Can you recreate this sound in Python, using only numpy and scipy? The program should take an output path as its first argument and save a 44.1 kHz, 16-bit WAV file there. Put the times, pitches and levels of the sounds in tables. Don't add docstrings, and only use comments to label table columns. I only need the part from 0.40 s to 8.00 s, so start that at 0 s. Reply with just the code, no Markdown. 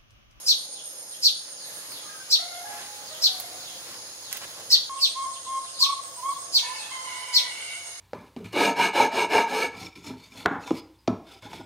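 import sys
import numpy as np
from scipy import signal
from scipy.io import wavfile
from scipy.ndimage import uniform_filter1d

SR = 44100
rng = np.random.default_rng(int(sys.argv[2]) if len(sys.argv) > 2 else 0)


def materialize(psi):
    bounded = np.clip(np.atleast_2d(psi).T, -1, 1)
    quanta = np.round(bounded * 32767).astype(np.int16)
    wavfile.write(sys.argv[1], SR, quanta)


def gain_from_decibels(decibels):
    exponent = np.asarray(decibels, float) / 20
    return 10 ** exponent


N = 335160
CUT_S = 4.495

# start_s, level_db, pitch_factor, length_factor, upper_voice_db
SPARROW_CHIRPS = [
    (0.062, -25.5, 1.017, 0.92, 0.5),
    (.823, -25, 1.025, 0.9, -0.1),
    (1.901, -25.5, 1.007, 0.84, 0.6),
    (2.815, -25, 1.02, 0.88, -1.7),
    (4.301, -23, 1.03, 0.81, -1.5),
    (4.599, -21.5, 0.99, 0.93, -7.5),
    (5.392, -21, .97, .88, -5),
    (6.127, -20.5, 1.006, 0.87, -7),
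    (6.931, -20.5, 0.97, 0.89, -4.5),
]
# time_s, pitch_hz, level_db
LOWER_VOICE = [(.01, 3500, -50), (.019, 3620, -26), (.024, 3800, -1), (.032, 4250, 7.5), (.04, 4550, 7),
               (.05, 4160, 6.5), (.062, 3500, 3.5), (.074, 2950, -3), (.085, 2680, -19), (.096, 2400, -40)]
LOWER_VOICE_AFTER = [(.016, 4850, -44), (.025, 4670, -3), (.03, 4550, 2), (.04, 4410, 2.5), (.05, 3985, 0),
                     (.062, 3398, -0.5), (.074, 2817, -9), (.086, 2415, -19), (.096, 2300, -40)]
# time_s, pitch_hz, level_db
UPPER_VOICE = [(-.01, 2460, -38), (-.002, 2470, -25), (.008, 2480, -10.5), (.02, 2545, -6.5),
               (.027, 2703, -6.5), (.036, 2686, -9.5), (.05, 2740, -11), (.066, 2660, -29)]
UPPER_VOICE_AFTER = [(-.01, 2500, -36), (0, 2477, -19), (.02, 2475, -5.5), (.027, 2493, -10),
                     (.034, 2822, -11), (.05, 2830, -13.5), (.068, 2800, -18)]
# multiple, level_db
LOWER_HARMONICS = [(1, 1), (2, -16.5), (3, -11.5)]
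UPPER_HARMONICS = [(1, -12.5), (2, 10), (3, 2.5), (4, 6), (5, 6)]
# frequency_hz, gain_db
BEAK_GAIN = [(2300, -5.5), (2900, -8), (3500, 1), (4300, 3), (5600, 4), (7700, -0.5), (8700, -12.5),
             (11000, -14), (13200, -9.5), (15500, -8)]
# frequency_hz, t60_s
PASSAGE_DECAY = [(500, 0.64), (1500, 0.39), (2500, 0.5), (4500, 0.4), (8000, 0.39), (15000, 0.25)]

# start_s, level_db, length_s, end_pitch_hz
FAR_SLURS = [(0.316, -43, 0.091, 2833), (0.702, -46.5, 0.05, 2754), (1.157, -43, 0.11, 3720),
             (1.496, -41, 0.09, 3190), (2.075, -45, 0.09, 2990), (2.637, -44, 0.14, 2893),
             (3.182, -44, 0.13, 2905), (3.496, -49, 0.22, 3980), (3.805, -45, 0.12, 2895),
             (4.528, -45.5, 0.074, 2420), (4.922, -43, 0.047, 2754), (5.044, -44.5, 0.028, 2720),
             (5.223, -46.5, 0.066, 2750), (5.324, -42, 0.095, 3250), (5.89, -47, 0.069, 3310),
             (6.327, -40, 0.048, 5130), (6.363, -41, 0.087, 3120), (6.668, -51, 0.021, 2840),
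             (7.165, -45, 0.038, 3340), (7.257, -45, 0.044, 3410)]

# start_s, length_s, top_pitch_hz, loudest_db, scoop_s
WHOOP_NOTES = [
    (4.299, 0.32, 1084, -40, 0.028),
    (4.746, 0.13, 1082, -33, 0.026),
    (5.055, 0.15, 1071, -35, 0.044),
    (5.396, 0.16, 1118, -33.5, 0.079),
    (5.767, 0.045, 994, -43.5, 0.035),
    (5.821, 0.11, 1105, -31, 0.055),
]
# multiple, level_db
WHOOP_HARMONICS = [(1, 6), (2, -20), (3, -17)]

# start_s, length_s, start_pitch_hz, end_pitch_hz, level_db
DULL_NOTES = [(1.63, 0.16, 1205, 1274, -52), (1.991, 0.15, 714.4, 710, -49.5),
              (2.143, 0.13, 704, 724, -50.5), (2.24, 0.094, 824, 840, -49), (2.295, 0.11, 704, 704, -56),
              (2.4, 0.25, 840, 830, -61.5), (2.698, 0.15, 614, 662, -55), (2.872, 0.13, 749, 733, -53.5),
              (3.029, 0.12, 721, 708, -54), (3.129, 0.067, 745, 723, -62), (3.233, 0.096, 715, 717, -57),
              (6.136, 0.33, 922, 864, -56.5), (6.47, 0.76, 886, 871, -62.5), (6.229, 0.1, 946, 1028, -48)]
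EVEN_NOTES = [
    (6.505, 0.184, 1036, 1029, -41.5),
    (6.69, 0.16, 1020, 1006, -44),
    (6.87, 0.242, 1011, 988, -45.5),
]
CLEAR_NOTES = [
    (1.2, 0.27, 852, 843, -71),
    (1.683, 0.17, 814, 781, -62),
    (1.981, 0.13, 647, 733, -60),
    (2.1, 0.16, 694.5, 678, -60),
    (2.249, 0.15, 832, 860, -62),
    (4.302, 0.063, 973, 962, -55.5),
    (6.221, 0.188, 884, 873, -61),
]
SHRILL_NOTES = [
    (6.17, 0.22, 751, 721, -58),
    (6.23, 0.27, 877, 883, -58.5),
    (6.65, 0.41, 727.5, 720, -54.5),
    (6.8, 0.65, 749, 738.5, -53.5),
    (7.096, 0.267, 710, 696, -53),
    (7.4, 0.42, 724, 734.6, -62),
]
# frequency_hz, gain_db
ROOSTER_THROAT = [(300, -36), (800, -1), (1300, 11.5), (2000, -7.5), (3000, -5.5), (5000, -64)]

# start_s, peak_db, body_re_tick_db, left_right_db
CLAW_TICKS = [
    (1.5197, -39, 2, -6.5),
    (3.0004, -19, -20, -7),
    (3.3314, -39, -19, -3),
    (3.9278, -24.5, -2, -5),
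    (3.971, -32.5, -7, -20),
    (4.1061, -43.5, -11, -10),
    (4.2, -42, -2, -5),
    (4.3152, -38, 8.5, -3),
    (5.17, -60, 13, -11),
    (5.6362, -41, -6, -2.5),
]
# start_s, length_s, level_db, top_frequency_hz
WOOD_SCUFFS = [
    (1.066, 0.056, -55, 3500),
    (2.24, 0.29, -44, 3500),
    (2.999, 0.038, -48, 8930),
    (3.435, 0.16, -48, 2520),
    (3.908, 0.017, -40, 9000),
    (3.924, 0.07, -39, 6000),
    (4, 0.065, -39, 3300),
    (4.155, 0.091, -47.5, 1190),
    (5.237, 0.032, -51, 3550),
]

# centre_hz, width_hz, level_db, left_right_db
INSECT_CHORUS = [
    (5226, 670, -50.5, 0.5),
    (6545, 600, -47, -2.5),
    (10185, 1460, -48.5, -4.5),
]
# time_s, level_db
THROB_LEVEL = [(0, -45.5), (1.4, -45.5), (1.6, -52), (2.7, -57), (3.4, -68), (4.48, -73.5), (4.51, -47),
               (7.6, -49)]
# from_s, phase_turns, rate_per_s, neighbour_phase_turns, neighbour_rate_per_s
THROB_PACE = [
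    (4.5, .27, 8.38, .28, 7.62),
    (6.1, .39, 8.38, -.29, 7.4),
]
# start_s, length_s, level_db
BUZZ_BURSTS = [
    (-.1, 0.36, -48.5),
    (0.462, 0.46, -49.5),
    (1.267, 0.33, -48.5),
    (2.118, 0.29, -49),
    (2.768, 0.31, -50),
]

# frequency_hz, density_db_per_hz
RUMBLE_SPECTRUM = [(12, -63), (20, -35), (43, -26), (91, -0.5), (130, 1), (184, 1), (277, -4), (300, 5),
                   (390, 1.5), (660, -120)]
WASH_SPECTRUM = [(88, -62), (150, -26), (222, -23), (346, -12), (516, 10), (763, 2), (825, 4.5),
                 (1200, -29), (1560, -48), (2640, -120)]
LEAVES_SPECTRUM = [(600, -17), (900, 3.5), (1500, 1.5), (2500, -0.5), (3300, 3.5), (4500, 7), (5800, -1),
                   (7500, -1.5), (9000, -55)]
RUSTLE_SPECTRUM = [(3000, -20), (5000, -87), (8000, 14.5), (12000, 6), (14000, 11), (16000, 4)]
# frequency_hz, likeness
COHERENCE = [(30, 0.87), (100, 1), (250, 0.99), (500, 0.78), (1000, 0.36), (1700, 0.14), (3500, -0.51),
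             (6000, 0.23)]
# time_s, above_usual_db
TRAFFIC_LEVEL = [(0, 1), (1.07, 0), (1.41, 6), (2.1, 1), (2.6, 4), (3.41, 7), (3.7, 4.5), (4.25, 7),
                 (4.48, 0.5), (4.52, 0.7), (6.2, 1.8), (7.6, -0.5)]
BREEZE_LEVEL = [(0, -1.5), (.29, -4.5), (1.18, -2), (1.3, 2.5), (1.41, 3), (1.6, 2), (2.1, 1), (2.5, 3),
                (3.41, 4), (3.69, 0.5), (4.08, 3.5), (4.48, -0.5), (4.52, -1), (5.23, -1.5), (6.1, -0.5),
                (6.4, 5), (7.6, 1)]
# pitch_hz, level_db, start_s, end_s
MACHINE_HUM = [
    (99.5, -71, 2.0848, 7.6),
    (687, -61, 4.5, 9.1),
    (842, -71, 0.54, 4.3),
]


def evened(x):
    return x / np.sqrt(np.mean(x ** 2) + 1e-20)


def read(points, hz):
    f, value = np.transpose(points)
    return np.interp(np.log(hz + 1), np.log(f + 1), value)


def along(points, t):
    s, *columns = np.transpose(points)
    return [np.interp(t, s, c) for c in columns]


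def sides(pan_db):
    return np.array([[pan_db], [-pan_db]]) / 2


def add(mix, s, sound, pan_db=0):
    part = mix[:, max(round(s * SR), 0):][:, :len(sound)]
    part += sound[:part.shape[1]] * gain_from_decibels(sides(pan_db))


def wobble(size, hz):
    settle = 999
    noise = rng.standard_normal(size + settle)
    return evened(signal.lfilter(*signal.butter(2, hz, fs=SR), noise)[settle:])


def voice(hz, level_db, tones, rough, rough_hz, tract=((1, 0),)):
    hz = hz * (1 + rough * wobble(len(hz), rough_hz))
    turns = np.cumsum(hz) / SR
    stack = sum(gain_from_decibels(db + read(tract, k * hz)) * np.sin(2 * np.pi * k * turns) for k, db in tones)
    shake = 1 + 4 * rough * wobble(len(hz), rough_hz)
    return np.sqrt(2) * gain_from_decibels(level_db) * stack * shake


def space(x, wet_db, early_db, stretch, lag):
    size, gap, cut = 32000, 12, round(CUT_S * SR)
    taps = np.zeros((2, size))
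    at = np.arange(100, size - gap, gap) + rng.integers(0, gap, (2, (size - 101) // gap))
    np.put_along_axis(taps, at, rng.choice([-1., 1.], at.shape), 1)
    hz, t, z = signal.stft(taps, SR, nperseg=256)
    decay = gain_from_decibels(-60 * t / (stretch * read(PASSAGE_DECAY, hz)[:, None]))
    tail = signal.istft(z * decay, SR, nperseg=256)[1][:, :size]
    walls_t60_s = 0.087 * stretch
    walls = taps * gain_from_decibels(-60 * np.arange(size) / SR / walls_t60_s)
    ring = gain_from_decibels(wet_db) * tail / np.linalg.norm(tail[0])
    ring = ring + gain_from_decibels(early_db) * walls / np.linalg.norm(walls[0])
    ring[[0, 1], [max(lag, 0), max(-lag, 0)]] = 1
    ring /= np.linalg.norm(ring, axis=1, keepdims=True)
    scenes = (x[:, :cut], x[:, cut:])
    return np.hstack([signal.oaconvolve(part, ring, axes=1)[:, :part.shape[1]] for part in scenes])


def sparrow():
    whistle_db, rasp_db = -0.5, -2.5
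    out = np.zeros((2, N))
    for s, level_db, pitch, length, upper_db in SPARROW_CHIRPS:
        early = s < CUT_S
        t = np.arange(-.01, .097, 1 / SR / length)
        low_hz, low_db = along(LOWER_VOICE if early else LOWER_VOICE_AFTER, t)
        up_hz, up_db = along(UPPER_VOICE if early else UPPER_VOICE_AFTER, t)
        up_db = up_db + upper_db
        flutter = 1 + np.clip(14 * t, 0, .6) * np.sin(2 * np.pi * (290 * t + rng.random()))
        slur = flutter * voice(pitch * low_hz, low_db, LOWER_HARMONICS, .02, 600, BEAK_GAIN)
        rasp = voice(pitch * up_hz, up_db + rasp_db, UPPER_HARMONICS, .075, 600, BEAK_GAIN)
        whistle = voice(2 * pitch * up_hz, up_db + whistle_db, [(1, 0)], .012, 300, BEAK_GAIN)
        chirp = gain_from_decibels(level_db) * (slur + rasp + whistle) * signal.windows.tukey(len(t), .1)
        add(out, s - .01, chirp, 0 if early else -0.9)
    return space(out, -3, -1, 1.1, lag=-6)


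def flock():
    out = np.zeros((2, N))
    for s, level_db, length, end_hz in FAR_SLURS:
        start_hz = 5190 if s < CUT_S else 4700
        hz = np.geomspace(start_hz, end_hz, round(length * SR))
        slur = voice(hz, level_db, [(1, 0)], .062, 450)
        add(out, s, slur * signal.windows.tukey(len(hz), .3), 1)
    return space(out, 7, 3.7, 1.8, lag=6)


def whooper():
    low_hz, drop_s, drop = 975, 0.035, .85
    waver_per_s, waver_from_hz, waver_span_hz = 31, 1085, 55
    echo_s, echo_db = .066, -13
    out = np.zeros((2, N))
    for s, length, top_hz, level_db, scoop in WHOOP_NOTES:
        t = np.arange(0, length, 1 / SR)
        fall = 1 - drop + drop * (length - t) / drop_s
        lift = np.sin(np.pi / 2 * np.clip(np.minimum(t / scoop, fall), 0, 1))
        swell_db = np.interp(t / length, [0, 0.75, 1], [-8, 0, -5])
        hz = low_hz + (top_hz - low_hz) * lift
        depth = np.clip((top_hz - waver_from_hz) / waver_span_hz, 0, 1)
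        waver = 1 + depth * np.sin(2 * np.pi * waver_per_s * t)
        note = waver * voice(hz, level_db + swell_db, WHOOP_HARMONICS, 0.0092, 32)
        add(out, s, note * signal.windows.tukey(len(hz), .3), -2.6)
    out = out + gain_from_decibels(echo_db) * np.roll(out[::-1], round(echo_s * SR), axis=1)
    after = np.arange(N) >= CUT_S * SR
    return space(out * after, -7, -15, 1.45, lag=2)


def roosters():
    out = np.zeros((2, N))
    birds = ((0.71, DULL_NOTES), (1.244, EVEN_NOTES), (1.3, CLEAR_NOTES), (1.95, SHRILL_NOTES))
    for bright, notes in birds:
        for s, length, start_hz, end_hz, level_db in notes:
            hz = np.linspace(start_hz, end_hz, round(length * SR))
            tones = [(k, read(ROOSTER_THROAT, k * start_hz / bright)) for k in range(1, 6)]
            breath_db = level_db + 3.32 * wobble(len(hz), 43.0) - np.linspace(-1.2, 1.2, len(hz))
            note = voice(hz, breath_db, tones, .012 * bright, 62.0)
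            add(out, s, note * signal.windows.tukey(len(hz), .1), -1.5 if s > 2.1 else 1.5)
    return space(out, -1.5, -6, 1.1, lag=-2)


def feeder():
    out, t = np.zeros((2, N)), np.arange(400) / SR
    for s, level_db, body_db, pan_db in CLAW_TICKS:
        tick = np.sin(2 * np.pi * 13500 * t) * np.exp(-t / 0.00026)
        burst = rng.standard_normal(len(t)) * np.exp(-t / 0.00064)
        knock = signal.lfilter(*signal.butter(2, 700, "high", fs=SR), burst)
        add(out, s, gain_from_decibels(level_db + 8.0) * (tick + gain_from_decibels(body_db + 3.0) * knock), pan_db)
    for s, length, level_db, top_hz in WOOD_SCUFFS:
        size = round(length * SR)
        grains = rng.standard_normal(size) * rng.exponential(1, size)
        grit = signal.lfilter(*signal.butter(1, [500, top_hz], "band", fs=SR), grains)
        add(out, s, gain_from_decibels(level_db) * evened(grit) * signal.windows.tukey(size, .7), -2)
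    return space(out, -12, -9, .35, lag=5)


def band(drive, hz, width):
    turn = np.exp(2j * np.pi * np.cumsum(hz * np.ones(N)) / SR)
    r = np.exp(-1.5 * np.pi * width / SR)
    rung = signal.sosfilt([[1, 0, 0.002, 1, -2 * r, r * r]] * 2, drive / turn)
    return evened((turn * rung).real)


def sing(hz, width, level_db, per_s, depth, pan_db):
    stroke_turns = np.cumsum(per_s * (1 + 0.034 * wobble(N, 3.21))) / SR
    strokes = 1 + depth * np.cos(2 * np.pi * stroke_turns)
    ring = band(rng.standard_normal((2, N)), hz, width) * strokes
    drift_db = 1.1 * wobble(N, 1.9)
    return ring * gain_from_decibels(level_db + drift_db + sides(pan_db))


def insects():
    t, out = np.arange(N) / SR, np.zeros((2, N))
    for hz, width, level_db, pan_db in INSECT_CHORUS:
        out += sing(hz, width, level_db, 1, 0, pan_db)

    fall_db_per_s = 32 / 0.04
    bursts_db = []
    for s, length, db in BUZZ_BURSTS:
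        outside_s = np.maximum(abs(t - s - length / 2) - length / 2, 0)
        bursts_db.append(db - fall_db_per_s * outside_s)
    out += sing(11300, 540, np.max(bursts_db, 0), 139, 0.2, -2.8)

    late = t > CUT_S
    early = .42 + 7.72 * t - .06 * t ** 2
    hitched = (t > THROB_PACE[-1][0]).astype(int)
    s, start, per_s, next_start, next_per_s = np.array(THROB_PACE)[hitched].T
    turn = 2 * np.pi * np.where(late, start + per_s * (t - s), early)
    level_db = along(THROB_LEVEL, t)[0]
    throb_hz = np.where(late, 8320 + 50 * np.sin(turn), 9000)
    out += sing(throb_hz, 420, level_db + 4.4 * np.cos(turn), np.where(late, 121, 125), .6, -3)
    next_turn = 2 * np.pi * (next_start + next_per_s * (t - s))
    out += late * sing(8830, 520, level_db - 2.5 + 4 * np.cos(next_turn), 130, 0.14, -3.03)
    return out


def air():
    frames, hz = N // 256 + 5, np.fft.rfftfreq(1024, 1 / SR)
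    t = np.arange(frames) * 256 / SR
    traffic, breeze = along(TRAFFIC_LEVEL, t)[0], along(BREEZE_LEVEL, t)[0]
    take_off_s, take_off_length_s = 5.62, 0.46
    take_off = np.clip(np.minimum(t - take_off_s, take_off_s + take_off_length_s - t) / 0.045, 0, 1)
    rustle_db = -60 + 1.5 * breeze + 1.3 * rng.standard_normal(frames)
    rustle_db = rustle_db - 8.5 * (t > CUT_S) + 11.5 * take_off
    # spectrum, the band from and to (Hz) in which its level holds, level (dB)
    layers = ((RUMBLE_SPECTRUM, 60, 250, -69.5 + traffic),
              (WASH_SPECTRUM, 300, 600, -60 + 0.68 * traffic),
              (LEAVES_SPECTRUM, 1250, 1900, -58 + breeze),
              (RUSTLE_SPECTRUM, 12200, 15500, rustle_db))
    power = 0
    for spectrum, lo_hz, hi_hz, level_db in layers:
        shape = gain_from_decibels(read(spectrum, hz)) ** 2
        inside = (hz > lo_hz) & (hz < hi_hz)
        power = power + np.outer(shape / shape[inside].sum(), gain_from_decibels(level_db) ** 2)

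    a, b, c, d, patches = rng.standard_normal((frames, 513, 5)).T
    patches = evened(uniform_filter1d(uniform_filter1d(patches, 10, 0), 14, 1))
    same = np.clip(read(COHERENCE, hz), -1, 1)[:, None]
    left = a + 1j * b
    right = same * left + np.sqrt(1 - same ** 2) * (c + 1j * d)
    z = np.array([left, right]) * np.sqrt(power) * gain_from_decibels(1.3 * patches)
    out = gain_from_decibels(1.0) * signal.istft(z, nperseg=1024, noverlap=768)[1][:, :N]

    for tone_hz, level_db, start, end in MACHINE_HUM:
        size = round((end - start) * SR)
        hum_db = level_db + 2.4 * wobble(size, 17.0)
        hum = voice(np.full(size, tone_hz), hum_db, [(1, 0)], 0.0084, 10.1)
        add(out, start, hum * signal.windows.tukey(size, .03))
    return out * gain_from_decibels([[-.3], [.3]])


def scene():
    return sparrow() + flock() + whooper() + roosters() + feeder() + insects() + air()


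def band_limit(x):
    return signal.sosfilt(signal.butter(12, 16970, fs=SR, output="sos"), x)


def record(dry):
    dry = signal.lfilter(*signal.butter(2, 62, "high", fs=SR), dry)
    lowpass = signal.firwin(1023, 15800, window=("kaiser", 7), fs=SR)
    dry = signal.oaconvolve(dry, lowpass[None], "same")
    return band_limit(dry)


dry = scene()
out = record(dry)
materialize(out)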